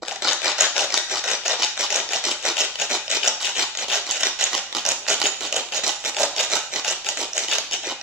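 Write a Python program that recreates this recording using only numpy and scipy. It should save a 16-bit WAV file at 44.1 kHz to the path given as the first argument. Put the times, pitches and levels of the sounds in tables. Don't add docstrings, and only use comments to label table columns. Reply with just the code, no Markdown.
import sys
import numpy as np
from scipy import signal
from scipy.fft import rfft, irfft, next_fast_len
from scipy.io import wavfile
from scipy.ndimage import uniform_filter1d, map_coordinates

SR = 44100
rng = np.random.default_rng(int(sys.argv[2]) if len(sys.argv) > 2 else 0)


def output_pcm(signal):
    pcm = np.clip(np.atleast_2d(signal).T, -1, 1) * 32767
    wavfile.write(sys.argv[1], SR, np.round(pcm).astype(np.int16))


def natural_amplitude(level_db):
    exponent = np.asarray(level_db, float) / 20
    return 10 ** exponent


N = 353682

# start_s, left_minus_right_db, mouth_to_phone_db, loose_grip_db, burr_sizzle_db, burr_ring_db
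MILL_POSE = [
    (0, 4, -7, 0, -25, 1),
    (.9, 3.5, -4.5, -6, -13, 7.5),
    (1.798, 2, -3.5, -2.5, -11, 8.5),
    (2.699, 2, 0, 2.5, -5, 6.5),
    (3.598, 1.5, 0.5, -1, -4.5, 6),
    (4.402, -1.5, -2, 0, -9, 6.5),
    (5.4, -2.5, 1, 6.5, -4, 4),
    (6.3, -2, -1.5, -4, -4.5, 5),
    (7.1, -1, -1, 2.5, -6, 5.5),
    (8.02, 0, 1, 2, -8.5, 7.5),
]
# centre_hz, width_hz, level_db
BODY_MODES = [(176, 170, -14), (340, 95, -5.5), (377, 114, -0.5), (578, 204, 3.5), (840, 147, 4.5),
              (800, 40, -6)]
SHELL_MODES = [(1210, 210, -9.5), (1420, 326, -0.5), (1936, 117, -0.5), (2440, 275, -0.5), (2904, 415, 5),
               (3694, 320, 2), (4430, 1250, -8.5)]
BURR_MODES = [(5824, 780, 13), (6320, 450, 9.5), (6770, 180, 20), (8300, 250, -24), (9500, 3300, 15.5),
              (11500, 3000, -23), (14900, 2000, -12)]
# start_s, length_s, crunch_db, body_rel_db, first_bite_rel_db
OUT_STROKES = [(0.059, 0.1, -31, -4.5, -3), (0.43, 0.085, -20.5, -7.5, -1), (0.755, 0.089, -21.5, -4, -3),
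               (1.098, 0.092, -23, -6, -1), (1.454, 0.092, -23, -5, 3.5), (1.794, 0.06, -22, -8.5, 5),
               (2.11, 0.071, -24, -6, -2), (2.436, 0.076, -24.5, -6, -1), (2.787, 0.058, -25, -6, -3),
               (3.097, 0.076, -26, -6, -3), (3.404, 0.1, -26, -9.5, -2), (3.785, 0.053, -28, -3.5, -2),
               (4.067, 0.1, -28, -7.5, 5), (4.39, .085, -24, -9.5, 1.5), (4.75, .05, -29.5, -7.5, 16),
               (5.081, 0.06, -22, -7.5, 6), (5.408, .07, -26.5, -6.5, 6), (5.723, 0.067, -26, -5, 5.5),
               (6.039, 0.054, -28, -5.5, -3), (6.364, 0.088, -24.5, -2, 5.5),
               (6.72, 0.077, -26.5, -4.5, -4), (7.046, .08, -30, -7.5, 7), (7.349, 0.096, -28, -7, -18),
               (7.712, 0.042, -27.5, -11, 6)]
BACK_STROKES = [(.222, 0.11, -21.5, -7.5, 7), (.584, 0.074, -17, -7.5, -0.5), (0.924, .055, -21.5, -7, 3),
                (1.24, .11, -23.5, -5, 8), (1.589, 0.071, -21.5, -10, -9), (1.904, 0.1, -24, -4.5, 10),
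                (2.24, 0.079, -23.5, -8, 4.5), (2.569, 0.08, -24.5, -6.5, 9.5),
                (2.898, 0.073, -24, -4.5, -6), (3.228, 0.067, -23, -3, -1), (3.553, 0.079, -25.5, -5, -7),
                (3.883, 0.097, -24.5, -5, 2), (4.197, 0.086, -23.5, -7.5, -9), (4.522, 0.058, -25, -4, -2),
                (4.852, 0.068, -26.5, -3, 9.5), (5.216, 0.057, -24.5, -5.5, 14),
                (5.526, .075, -28, -0.5, 14.5), (5.837, .08, -24.5, -4.5, 10), (6.167, 0.087, -26, 1, 10),
                (6.501, 0.088, -23, -3.5, 0), (6.847, 0.076, -24, -5.5, 9), (7.173, 0.074, -27.5, -3, 10.5),
                (7.484, 0.074, -25, -7.5, 7.5), (7.834, 0.088, -29.5, -2, -2)]


def on_log_axis(table, hz):
    f, v = np.transpose(table)
    return np.interp(np.log(np.maximum(hz, 1)), np.log(np.maximum(f, 1)), v)


def colour(x, table):
    n = next_fast_len(x.shape[-1])
    gain = natural_amplitude(on_log_axis(table, np.fft.rfftfreq(n, 1 / SR)))
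    return irfft(rfft(x, n) * gain, n)[..., :x.shape[-1]]


def ring(x, hz, width_hz):
    r = np.exp(-np.pi * width_hz / SR)
    return signal.lfilter([1 - r, 0, r - 1], [1, -2 * r * np.cos(2 * np.pi * hz / SR), r * r], x)


def unit(x):
    return x / np.sqrt(np.mean(x ** 2, axis=-1, keepdims=True))


def hum():
    # frequency_hz, level_db
    rumble = [(20, 13), (50, 8), (120, 3), (300, -5), (1000, -27), (3000, -26), (8000, -37)]
    mid, side = colour(rng.standard_normal((2, N)), rumble)
    return unit(np.array([mid + 0.96 * side, mid - 0.56 * side])) * natural_amplitude(-51.5)


def kitchen(x, count=5, swing_s=0.045, gap_s=0.007):
    # frequency_hz, t60_s
    decay = [(100, 0.25), (400, 0.3), (1000, 0.49), (2000, 0.52), (4000, 0.59), (7000, 0.48), (14000, 0.15)]
    # frequency_hz, level_db
    cupboards = [(150, -7.5), (600, -6.5), (1500, 0.5), (3000, -2), (12000, 3.5)]
    # frequency_hz, side_minus_mid_db
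    spread = [(60, -16), (200, -18), (500, -25), (900, -25.5), (1500, -7.5), (2500, -1.5), (4400, 3),
              (15000, -2)]
    tail_db, near_db, near_s = -6, -4, 0.0015
    t = np.arange(SR // 2) / SR
    tail = 0
    for hz in 100 * 2 ** np.arange(0, 7.5, 0.5):
        band = ring(rng.standard_normal((2, count, len(t))), hz, hz / 3)
        tail = tail + band * natural_amplitude(-60 * t / on_log_axis(decay, hz)) / np.sqrt(hz)
    near = rng.standard_normal(tail.shape) * np.exp(-t / near_s)
    late = colour(unit(tail * np.minimum(t / gap_s, 1) ** 2), cupboards)
    echoes = late * natural_amplitude(tail_db) + unit(near) * natural_amplitude(near_db)
    mid, side = echoes[0], colour(echoes[1], spread)
    place = np.arange(N) / SR / swing_s
    out = 0
    for k in range(count):
        away = np.abs((place - k + count / 2) % count - count / 2)
        here = x * np.cos(np.pi / 2 * np.minimum(away, 1))
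        pair = np.array([mid[k] + side[k], mid[k] - side[k]])
        out = out + signal.fftconvolve(here[None], pair, axes=1)[:, :N]
    return out / np.sqrt(len(t))


def ports(x, lag_s=0.00003, bounce_s=(0.00047, 0.00044), bounce=0.22):
    def late(delay_s):
        return map_coordinates(x, [np.arange(N) - delay_s * SR], order=3)

    left = late(lag_s) + bounce * late(lag_s + bounce_s[0])
    right = x + bounce * late(bounce_s[1])
    return np.array([left, right])


def effort():
    rise_out, rise_back = 0.4, 0.59
    creep_s, creep = 0.042, 0.089
    t, speed, db = np.arange(N) / SR, np.zeros(N), np.zeros((3, N))
    twists = [(*row, rise_out) for row in OUT_STROKES] + [(*row, rise_back) for row in BACK_STROKES]
    for start, length, crunch_db, body_db, _, rise in sorted(twists):
        corners_s = [-creep_s, -0.005, 0, rise * length, length, length + 0.017]
        shape = np.interp(t - start, corners_s, [0, creep, 0.51, 0.87, 0.59, 0.06])
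        speed = np.maximum(speed, shape)
        db[:, t >= start - creep_s / 2] = crunch_db + np.array([[body_db], [0], [0]])
    pose = np.transpose(MILL_POSE)
    sizzle_db = np.interp(t, pose[0], pose[4])
    return speed, db + np.array([[0], [0], [1]]) * sizzle_db


def stall(crack_s, depth=0.79, length_s=0.0022):
    marks = np.zeros(N)
    marks[((crack_s - length_s) * SR).astype(int)] = 1
    grip = np.convolve(marks, np.hanning(int(1.92 * length_s * SR)))[:N]
    return 1 - depth * np.minimum(grip, 1)


def crunch(crack_s, rate=1500, size_db=4, own_db=2.5, clump_db=2, grain_s=0.00017):
    def held(count):
        steps = np.repeat(rng.standard_normal(N // count + 1), count)[:N]
        return uniform_filter1d(steps, size=count // 2)

    speed, db = effort()
    hits = (rng.random(N) < rate / SR) * natural_amplitude(size_db * np.minimum(rng.exponential(size=N), 2.6))
    grain = np.exp(-np.arange(128) / (grain_s * SR))
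    puffs = np.convolve(hits, grain)[:N] * natural_amplitude(clump_db * held(300)) * speed * stall(crack_s)
    out = 0
    for modes, group_db, trim_db in zip((BODY_MODES, SHELL_MODES, BURR_MODES), db, (-8.5, -7, -7)):
        group = 0
        for hz, width_hz, mode_db in modes:
            strength = natural_amplitude(mode_db + own_db * held(512) + 1.13 * held(3000))
            group = group + strength * ring(puffs * rng.standard_normal(N), hz, width_hz)
        out = out + unit(group) * natural_amplitude(uniform_filter1d(group_db, size=200) + trim_db)
    return out


def corns(count=3):
    # start_s, peak_db, burr_sizzle_rel_db
    splits_out = [(.4576, -7, -18), (.468, -10, -20), (.78, -8.5, -3), (.7938, -9.5, -17),
                  (.8242, -18, -14), (1.1198, -22, 4), (1.48, -16, -1), (1.7763, -16, -18),
                  (1.8082, -13, -8), (2.125, -18, -18), (2.4761, -14.5, -10), (2.7994, -17.5, -1),
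                  (3.101, -24, 4), (3.1132, -17, 2), (3.4749, -20, -15), (3.7515, -20, -10),
                  (4.1108, -17.5, 6), (4.4102, -13, -3), (4.44, -15.5, 4), (4.727, -19, -12),
                  (4.7677, -16.5, -3), (5.0845, -13.5, -5), (5.0962, -22, -4), (5.4355, -25, -5),
                  (6.0495, -17.5, -10), (6.393, -22.5, 7), (7.0667, -15.5, -11), (7.0883, -13.5, 2.5),
                  (7.3793, -12.5, 1.5), (7.733, -21.5, 5)]
    splits_back = [(.332, -14.5, 1.5), (0.608, -8, 3), (0.6266, -20, 0), (.66, -18, -6), (0.9414, -9, -4),
                   (0.977, -7.5, -4), (1.3142, -14.5, -10), (1.6469, -14, -5), (1.96, -12, -1),
                   (2.3244, -18.5, -1), (2.6041, -13.5, -3), (2.942, -21, -7), (3.2603, -15, -5),
                   (3.2767, -12, 0), (3.5707, -15, -5), (3.6268, -17.5, -23), (4.233, -9, -6),
                   (4.2693, -13, -6), (4.55, -12, -0.5), (4.8634, -13.5, 0.5), (4.8892, -19.5, 10.5),
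                   (4.9179, -14, 0), (5.2684, -20, 8), (5.2564, -10, -5), (5.5639, -17.5, 2),
                   (5.8787, -25.5, 15.5), (6.221, -13, -7.5), (6.5552, -18, 6), (6.8799, -13, -7),
                   (7.5344, -18, 2)]
    # start_s, peak_db, burr_sizzle_rel_db
    ticks = [(0.028, -34, -22), (0.051, -25, -21), (.0607, -29, -11), (0.0827, -13.5, -4.5),
             (0.1605, -20.5, -15), (.904, -17, -7), (1.436, -24.5, -10), (1.77, -24, -4), (2.756, -19, -8),
             (3.7727, -17, -5), (5.688, -27, -4), (2.09, -19.5, -18), (.4185, -14, -12), (2.4272, -26, -1),
             (3.0802, -20, -25), (4.7168, -47, -13), (5.055, -29.5, -11), (5.066, -21.5, -12),
             (5.2016, -20, 4), (6.1466, -20, -12), (7.333, -28, 3), (7.5841, -11.5, -2),
             (8.0131, -26.5, -7)]
    body_rel_db, burr_rel_db, spread_db = -8, -5, 1.5
    chip_db, chip_spread_db = 5.5, 2.5
    start, length, crunch_db, _, bite_db = np.transpose(OUT_STROKES + BACK_STROKES)
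    when = rng.random((len(start), count))
    size = rng.standard_normal((len(start), count))
    tone = rng.standard_normal((len(start), count + 1))
    s = start[:, None] + length[:, None] * np.c_[0 * start, 0.15 + 0.8 * when]
    peak_db = crunch_db[:, None] + np.c_[bite_db, chip_db + chip_spread_db * size]
    bites_and_chips = np.c_[s.ravel(), peak_db.ravel(), burr_rel_db + spread_db * tone.ravel()]
    s, peak_db, burr_db = np.r_[splits_out, splits_back, ticks, bites_and_chips].T
    return s, peak_db, body_rel_db + spread_db * rng.standard_normal(len(s)), burr_db


def cracks(events, snap_s=(0.001, 0.0004, 0.0004), trim_db=(-9, -5, -5), own_db=2, lead_s=0.0005):
    # frequency_hz, level_db
    crack_air = [(8000, 0), (9500, 3), (12000, -2.5), (15000, 5)]
    s, peak_db, body_db, burr_db = events
    t, out = np.arange(768) / SR, np.zeros(N + 768)
    where = ((s - lead_s) * SR).astype(int)[:, None] + np.arange(768)
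    groups = (BODY_MODES, SHELL_MODES, BURR_MODES)
    for modes, rel_db, snap, trim in zip(groups, (body_db, 0, burr_db), snap_s, trim_db):
        burst = t / snap * np.exp(-t / snap)
        group = 0
        for hz, width_hz, mode_db in modes:
            strength = natural_amplitude(mode_db + own_db * rng.standard_normal((len(s), 1)))
            noise = rng.standard_normal((len(s), 768))
            group = group + strength * ring(burst * noise, hz, width_hz)
        top = np.sqrt(uniform_filter1d(group ** 2, size=66).max(axis=1))
        level = natural_amplitude(peak_db + rel_db + trim) / top
        np.add.at(out, where, group * level[:, None])
    return colour(out[:N], crack_air)


def scene():
    s, *pose = np.transpose(MILL_POSE)
    pan_db, mouth_db, grip_db, _, sing_db = (np.interp(np.arange(N) / SR, s, c) for c in pose)
    events = corns()
    mill = crunch(events[0]) + cracks(events)
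    mill = mill + (natural_amplitude(mouth_db) - 1) * ring(mill, 2620, 2200)
    mill = mill + (natural_amplitude(grip_db) - 1) * ring(mill, 194, 300)
    mill = mill + (natural_amplitude(sing_db) - 1) * ring(mill, 5680, 520)
    heard = ports(mill) + kitchen(mill)
    treble = heard - colour(heard, [(900, 0), (2000, -30)])
    return heard + treble * (natural_amplitude(np.array([pan_db, -pan_db]) / 2) - 1) + hum()


def roll_off(x):
    return signal.sosfilt(signal.butter(12, 16460, fs=SR, output="sos"), x)


def record(dry):
    # frequency_hz, level_db
    voice_colour = [(20, -15), (150, -5.5), (300, -1), (700, 3), (1400, -3), (7800, 5), (8600, -13.5),
                    (14900, -17.5)]
    # frequency_hz, left_minus_right_db
    lean = [(60, -2.5), (110, -0.5), (380, -0.5), (700, 0), (2380, 2), (4400, -1), (8120, -1.5),
            (15000, -9.5)]
    soft = colour(np.tanh(1.25 * dry) / 1.25, voice_colour)
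    left = colour(soft[0], [(hz, db / 2) for hz, db in lean])
    right = colour(soft[1], [(hz, -db / 2) for hz, db in lean])
    low_pass = signal.cheby2(10, 40, 15550, fs=SR, output="sos")
    mix = signal.sosfilt(low_pass, np.array([left, right]))
    return roll_off(mix)


dry = scene()
out = record(dry)
output_pcm(out)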